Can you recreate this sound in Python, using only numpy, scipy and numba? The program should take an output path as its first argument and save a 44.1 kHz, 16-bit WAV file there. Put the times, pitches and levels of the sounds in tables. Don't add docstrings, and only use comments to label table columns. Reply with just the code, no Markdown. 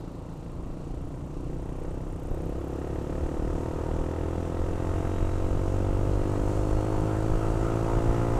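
import sys
import numpy as np
from scipy import signal
from scipy.io import wavfile
from scipy.ndimage import uniform_filter1d
from numba import njit

SR = 44100
rng = np.random.default_rng(int(sys.argv[2]) if len(sys.argv) > 2 else 0)


def to_linear_factor(level_db):
    exponent = np.asarray(level_db, float) / 20
    return 10 ** exponent


def master(y):
    cut = np.clip(np.atleast_2d(y).T, -1, 1)
    pcm = np.round(cut * 32767)
    wavfile.write(sys.argv[1], SR, pcm.astype(np.int16))


N = 369999
TIME = np.arange(N) / SR


def curves(table):
    s, *columns = np.transpose(table)
    return [np.interp(TIME, s, c) for c in columns]


def bump(centre_s, span_s):
    return np.exp(-((TIME - centre_s) / span_s) ** 2)


def unit(x):
    return x / np.sqrt(np.mean(x ** 2))


def noise():
    return rng.standard_normal(N)


@njit
def svf(x, hz, width):
    y, band, low = np.empty(len(x)), 0., 0.
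    g, k = np.tan(np.pi * hz / SR), width / hz
    for i in range(len(x)):
        v = (band + g * (x[i] - low)) / (1 + g * (g + k))
        band = 2 * v - band
        low += 2 * g * v
        y[i] = k * v
    return y


def steep(x, hz, width):
    return svf(svf(x, 1. * hz, 1. * width), 1. * hz, 1. * width)


def ring(x, modes):
    return sum(to_linear_factor(db) * svf(x, 1. * hz, 1. * width) for hz, width, db in modes)


def walk(rate):
    hold = int(SR / rate)
    steps = np.repeat(rng.standard_normal(N // hold + 1), hold)
    return 1.3 * uniform_filter1d(uniform_filter1d(steps, hold), hold)[:N]


def airy(modes, flicker_db):
    return unit(sum(to_linear_factor(db + flicker_db * walk(15)) * unit(steep(noise(), hz, width))
                    for hz, width, db in modes))


def firings(hz, jitter_ms, scatter_db, start=0.):
    cycles = np.cumsum(hz) / SR + start
    chance = rng.standard_normal((600, 2))
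    at = np.flatnonzero(np.diff(np.floor(cycles)))
    late = (jitter_ms * chance[:len(at), 0] * SR / 1000).astype(int)
    size = to_linear_factor(scatter_db * chance[:, 1])
    pulses = np.zeros(N)
    pulses[np.clip(at + late, 0, N - 1)] = size[:len(at)]
    return pulses, cycles, size[cycles.astype(int)]


def puff(cycles, delay, length, rest):
    phase = (cycles - delay) % 1
    return rest + np.exp(-phase / length) * (1 - np.exp(-phase / 0.13))


def soften(pulses, ms):
    return np.convolve(pulses, np.hanning(int(SR * ms / 1000)))[:N]


# t/s, firing rate f/Hz
FIRING = [(0, 28.247), (.7, 29.148), (1.4, 30.884), (2.25, 32.593), (2.4, 33.219), (3, 35.638),
          (3.6, 38.54), (4.2, 40.931), (5.2, 45.513), (6, 48.637), (6.8, 51.838), (7.6, 55.09),
          (8.39, 58.107)]
# t/s, level/dB
THROTTLE = [(0, -45), (.5, -45.5), (1.1, -42.5), (1.3, -46), (1.47, -40), (1.95, -38), (2.2, -41.5),
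            (2.35, -35.5), (3, -33.5), (3.6, -32.5), (4.4, -32.5), (5.27, -32.5), (6, -30.5), (6.8, -29.5),
            (7.4, -30), (8, -28), (8.39, -28.5)]


def law(db, per_throttle, per_octave):
    mid_hz, mid_throttle_db = 40, -33
    throttle = curves(THROTTLE)[0] - mid_throttle_db
    octaves = np.log2(curves(FIRING)[0] / mid_hz)
    return db + per_throttle * throttle + per_octave * octaves


# level/dB at mid speed and throttle, slope/(dB per dB of throttle), slope/(dB per octave of speed)
ROAD_LAW = (-39, 0.15, 4.2)
# f/Hz, level/(dB per Hz)
ROAD = [(29, -30), (50, -14), (81, -3.5), (156, 0.5), (217, -11.5), (292, -5.5), (394, -14), (441, -11.5),
        (1020, -18), (1500, -28), (1950, -63), (3300, -120)]


def road():
    hz, db = np.transpose(ROAD)
    swell = walk(1.16)
    bands = 0
    for f in 50 * 2 ** np.arange(0, 5, 1 / 3):
        band_db = np.interp(np.log(f), np.log(hz), db) + 0.15 * swell + 0.99 * walk(7.1)
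        bands = bands + to_linear_factor(band_db) * steep(noise(), f, f / 3)
    overtaking_db = 2.5 * bump(4.07, span_s=1)
    return to_linear_factor(law(*ROAD_LAW) + overtaking_db) * unit(bands)


def traffic_behind():
    level_db, gone_s = -73.5, 1.7
    hiss = airy([(4080, 1800, 0)], flicker_db=-2.0)
    return to_linear_factor(level_db) * hiss / (1 + np.exp((TIME - gone_s) / .1))


WIND_LAW = (-40, .1, 9.1)
# t/s, peak level/dB, fall/s
GUSTS = [(.62, -35, 0.17), (.92, -36, 0.069), (1.03, -37, 0.036), (1.46, -36, 0.36), (1.87, -37, 0.25),
         (2.31, -26.5, 0.051), (2.52, -28, 0.025), (3.12, -39, .05), (3.23, -26.5, .04), (3.36, -31, 0.034),
         (3.46, -24.5, 0.071), (3.73, -34, 0.07), (3.99, -27, 0.033), (4.27, -41, .08), (4.6, -25, 0.045),
         (4.72, -30, 0.028), (4.88, -29.5, .2), (5.23, -24, 0.11), (5.48, -26, .2), (5.93, -29, 0.19),
         (6.2, -28.5, 0.12), (6.41, -25, 0.055), (6.54, -36, 0.032), (6.73, -22.5, 0.057),
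         (6.95, -28.5, .12), (7.31, -21.5, 0.077), (7.55, -28, 0.23), (7.96, -22.5, 0.08),
         (8.33, -25, 0.19), (8.08, -20, 0.025)]


def wind():
    eddies = svf(noise(), 20.0, 17.2) + to_linear_factor(-12.0) * svf(noise(), 80.0, 83.0)
    even = eddies / np.sqrt(uniform_filter1d(eddies ** 2, SR // 10))
    rise_share = 0.38
    strength = to_linear_factor(law(*WIND_LAW))
    for s, db, fall in GUSTS:
        since = (TIME - s) / fall
        strength = strength + to_linear_factor(db) * np.exp(-np.maximum(since, -since / rise_share))
    return svf(svf(strength * even, 25.0, 59.0), 39.0, 167.0)


# t/s, half span/s, level/dB
TYRES = [
    (3.55, 0.23, -66),
    (6.65, .35, -60),
]


def tyres():
    swells = sum(to_linear_factor(db) * bump(s, span) for s, span, db in TYRES)
    return swells * airy([(6900, 4500, 0)], flicker_db=1.7)


def whirr():
    return to_linear_factor(-47) * bump(3.8, span_s=0.31) * airy([(920, 110, 0)], flicker_db=0.0)


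# t/s, firing rate f/Hz
BESIDE_HZ = [(0, 26.849), (.8, 28.267), (1.6, 28.091), (2.2, 27.361), (3.1, 25.446), (5.5, 26)]
# t/s, thud level/dB, tick level/dB, upper ring against lower/dB
BESIDE = [(0, -43.5, -68, 6), (.45, -47.5, -61, -5), (.8, -42, -58.5, -11), (1.6, -44.5, -57, -6),
          (2.05, -45.5, -58, -6), (2.25, -45, -54.5, -2), (2.85, -41.5, -60.5, 0), (3.2, -42, -60, -4),
          (4.5, -82, -85, 1)]


def moped_beside():
    db, tick_db, upper_db = curves(BESIDE)
    pulses, cycles, _ = firings(curves(BESIDE_HZ)[0], jitter_ms=0.3, scatter_db=1.0)
    thuds = unit(ring(soften(pulses, ms=2.75), [(89.0, 18, -11), (140, 37, -6.5), (271, 35, -4.5)]))
    tick_lag, scatter_db, pitch_spread = .174, 4, .04
    ticks, fade = np.zeros(N + 400), np.exp(-np.arange(400) / (SR * .0011))
    at = np.flatnonzero(np.diff(np.floor(cycles - tick_lag)))
    for i, grit in zip(at, rng.standard_normal((len(at), 402))):
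        low_hz, high_hz = np.array([9050., 12200.]) * (1 + pitch_spread * grit[-2:])
        strike = grit[2:] * fade
        lower = steep(strike, low_hz, 1300.)
        upper = steep(strike, high_hz, 1400.)
        lower_gain, upper_gain = to_linear_factor(tick_db[i] + scatter_db * grit[:2] + [0, upper_db[i]])
        ticks[i:i + 400] += lower_gain * lower / np.abs(lower).max()
        ticks[i:i + 400] += upper_gain * upper / np.abs(upper).max()
    return to_linear_factor(db) * thuds + ticks[:N]


# t/s, firing rate f/Hz, level/dB
AHEAD = [(5, 46.4, -86), (5.8, 47.38, -70), (6.3, 47.28, -67), (6.8, 50.13, -64.5), (7.3, 51.4, -64),
         (7.9, 54.86, -72), (8.39, 59.7, -77)]


def moped_ahead():
    hz, db = curves(AHEAD)
    pulses, cycles, size = firings(hz, jitter_ms=0.13, scatter_db=1.5)
    puffs = unit(svf(noise(), 8000.0, 2300.0) * size * puff(cycles, delay=0, length=0.072, rest=0.037))
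    cracks = unit(svf(soften(pulses, ms=0.83), 810.0, 570.0))
    return to_linear_factor(db) * (puffs + to_linear_factor(18) * cracks)


# t/s, half span/s, level/dB
FRONTS = [(3.05, 0.36, 1), (3.75, 0.92, 1.5), (5.1, 0.49, 4), (6.6, 0.31, -1), (8.1, 0.62, 1)]


def fronts_db():
    return sum(db * bump(s, span) for s, span, db in FRONTS)


CRANK_LAW = (-39, 0.64, 1.1)


def crank(cycles, hz):
    frame_hz, frame_width_hz, frame_db = 91, 15, 6
    db = law(*CRANK_LAW) + frame_db / (1 + ((2 * hz - frame_hz) / frame_width_hz) ** 2)
    twice = np.cos(4 * np.pi * (cycles - .05))
    once = to_linear_factor(-6.0 + 4.6 * walk(19)) * np.sin(2 * np.pi * cycles)
    return np.sqrt(2) * to_linear_factor(db) * (twice - once)


# delay/ms, share
RETURNS = [(2.55, 0.98), (5.1, -0.7), (7.7, 0.51), (10.2, 0.035), (12.8, -0.016)]


def echoed(x, hz):
    haste, strength = (hz / 42) ** -.22, (hz / 50) ** 0.47
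    returns = sum(share * np.interp(TIME - ms * haste / 1000, TIME, x) for ms, share in RETURNS)
    return x + strength * returns


# f/Hz, width/Hz, level/dB
PIPE = [(149, 114, -4.5), (325.4, 77, 10.5), (437, 114, -8.5), (490, 125, 1.5)]
# f/Hz, width/Hz, level/dB
AIRBOX = [(106.2, 31, 4), (155.4, 29, 4)]
AIRBOX_LAW = (-49, .1, -16)


def exhaust(pulses, cycles, hz):
    push = np.roll(soften(pulses, ms=1.68), 24)
    blows = echoed(ring(push, PIPE), hz)
    climb = np.clip((hz - 38) / 20, 0, 1)
    swallowed = (1 - climb) * svf(blows, 235., 95.) + climb * svf(blows, 274., 62.)
    blows = unit(blows - 0.62 * swallowed)
    rough = unit(ring(noise() * puff(cycles, delay=0, length=0.68, rest=1.0), PIPE[1:]))
    intake = unit(ring(ring(push, AIRBOX), AIRBOX))
    pipe = to_linear_factor(curves(THROTTLE)[0]) * (to_linear_factor(-1.5) * blows + to_linear_factor(-16) * rough)
    return pipe + to_linear_factor(law(*AIRBOX_LAW)) * intake


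# f/Hz, width/Hz, level/dB
GAS = [(640, 250, 2), (907, 280, 4), (1296, 210, 0.5), (1550, 510, -5.5), (1910, 150, -9.5)]
GAS_LAW = (-50, 0.8, 12.9)
# f/Hz, width/Hz, level/dB
BARK = [(651, 54, 14), (865, 66, 10), (1040, 52, 4.5), (1224, 82, 5.5)]
# f/Hz, width/Hz, level/dB
CRACK = [(1450, 160, -18), (1917, 200, 24.5), (2780, 1900, 12.5)]
CRACK_LAW = (-15.5, 0, -17)


def roar(pulses, cycles, size, hz):
    gas = unit(airy(GAS, flicker_db=3.5) * size * puff(cycles, delay=0.37, length=.22, rest=1.0))
    bark = unit(echoed(ring(np.roll(soften(pulses, ms=0.6), 40), BARK), hz))
    snap = np.roll(soften(pulses * to_linear_factor(3 * walk(40)), ms=0.32), int(SR * 0.0045))
    crack = unit(ring(snap, CRACK))
    crack_db = law(*CRACK_LAW) + 0.83 * fronts_db()
    mix = to_linear_factor(-4.2) * gas + to_linear_factor(0.3) * bark + to_linear_factor(crack_db) * crack
    return to_linear_factor(law(*GAS_LAW) + fronts_db()) * mix


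# f/Hz, width/Hz, level/dB
HISS = [(2350, 1200, 3.5), (2727, 150, -2), (2870, 1100, 2.5), (3820, 1250, -4.5), (4900, 2000, -6),
        (5750, 640, -6), (6860, 4600, 5.5), (8060, 3300, -2.5), (11340, 3400, -8), (13600, 3500, -15)]
HISS_LAW = (-59.5, 0.061, 10.7)


def machinery(cycles):
    hiss = unit(airy(HISS, flicker_db=.65) * puff(cycles, delay=0.14, length=0.27, rest=0.78))
    return to_linear_factor(law(*HISS_LAW) + 0.47 * fronts_db()) * hiss


# f/Hz, width/Hz, level/dB
CASING = [(3800, 220, 9), (4290, 130, 7), (4500, 200, -3)]
WHINE_LAW = (-76.5, .1, 8)


def gears(cycles):
    waver = .11 * np.cumsum(noise())
    whine = to_linear_factor(2.5 * walk(9) + 1.5) * np.sin(2 * np.pi * 84.2 * cycles + waver)
    return to_linear_factor(law(*WHINE_LAW)) * ring(whine, CASING)


def engine():
    hz = curves(FIRING)[0]
    pulses, cycles, size = firings(hz, jitter_ms=0.024, scatter_db=0.3, start=0.935)
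    pulses = pulses / np.sqrt(hz)
    body = crank(cycles, hz) + exhaust(pulses, cycles, hz)
    return body + roar(pulses, cycles, size, hz) + machinery(cycles) + gears(cycles)


def scene():
    street = road() + traffic_behind() + wind() + tyres() + whirr()
    mono = street + moped_beside() + moped_ahead() + engine()
    side = to_linear_factor(-66) * unit(svf(noise(), 25., 18.0))
    return np.array([mono + side, mono - side])


def roll_off(x):
    return signal.sosfilt(signal.butter(12, 15210, fs=SR, output="sos"), x)


def record(dry):
    low_pass = signal.ellip(8, .2, 60, 15250, fs=SR, output="sos")
    cut = signal.sosfilt(low_pass, dry)
    return roll_off(cut)


dry = scene()
out = record(dry)
master(out)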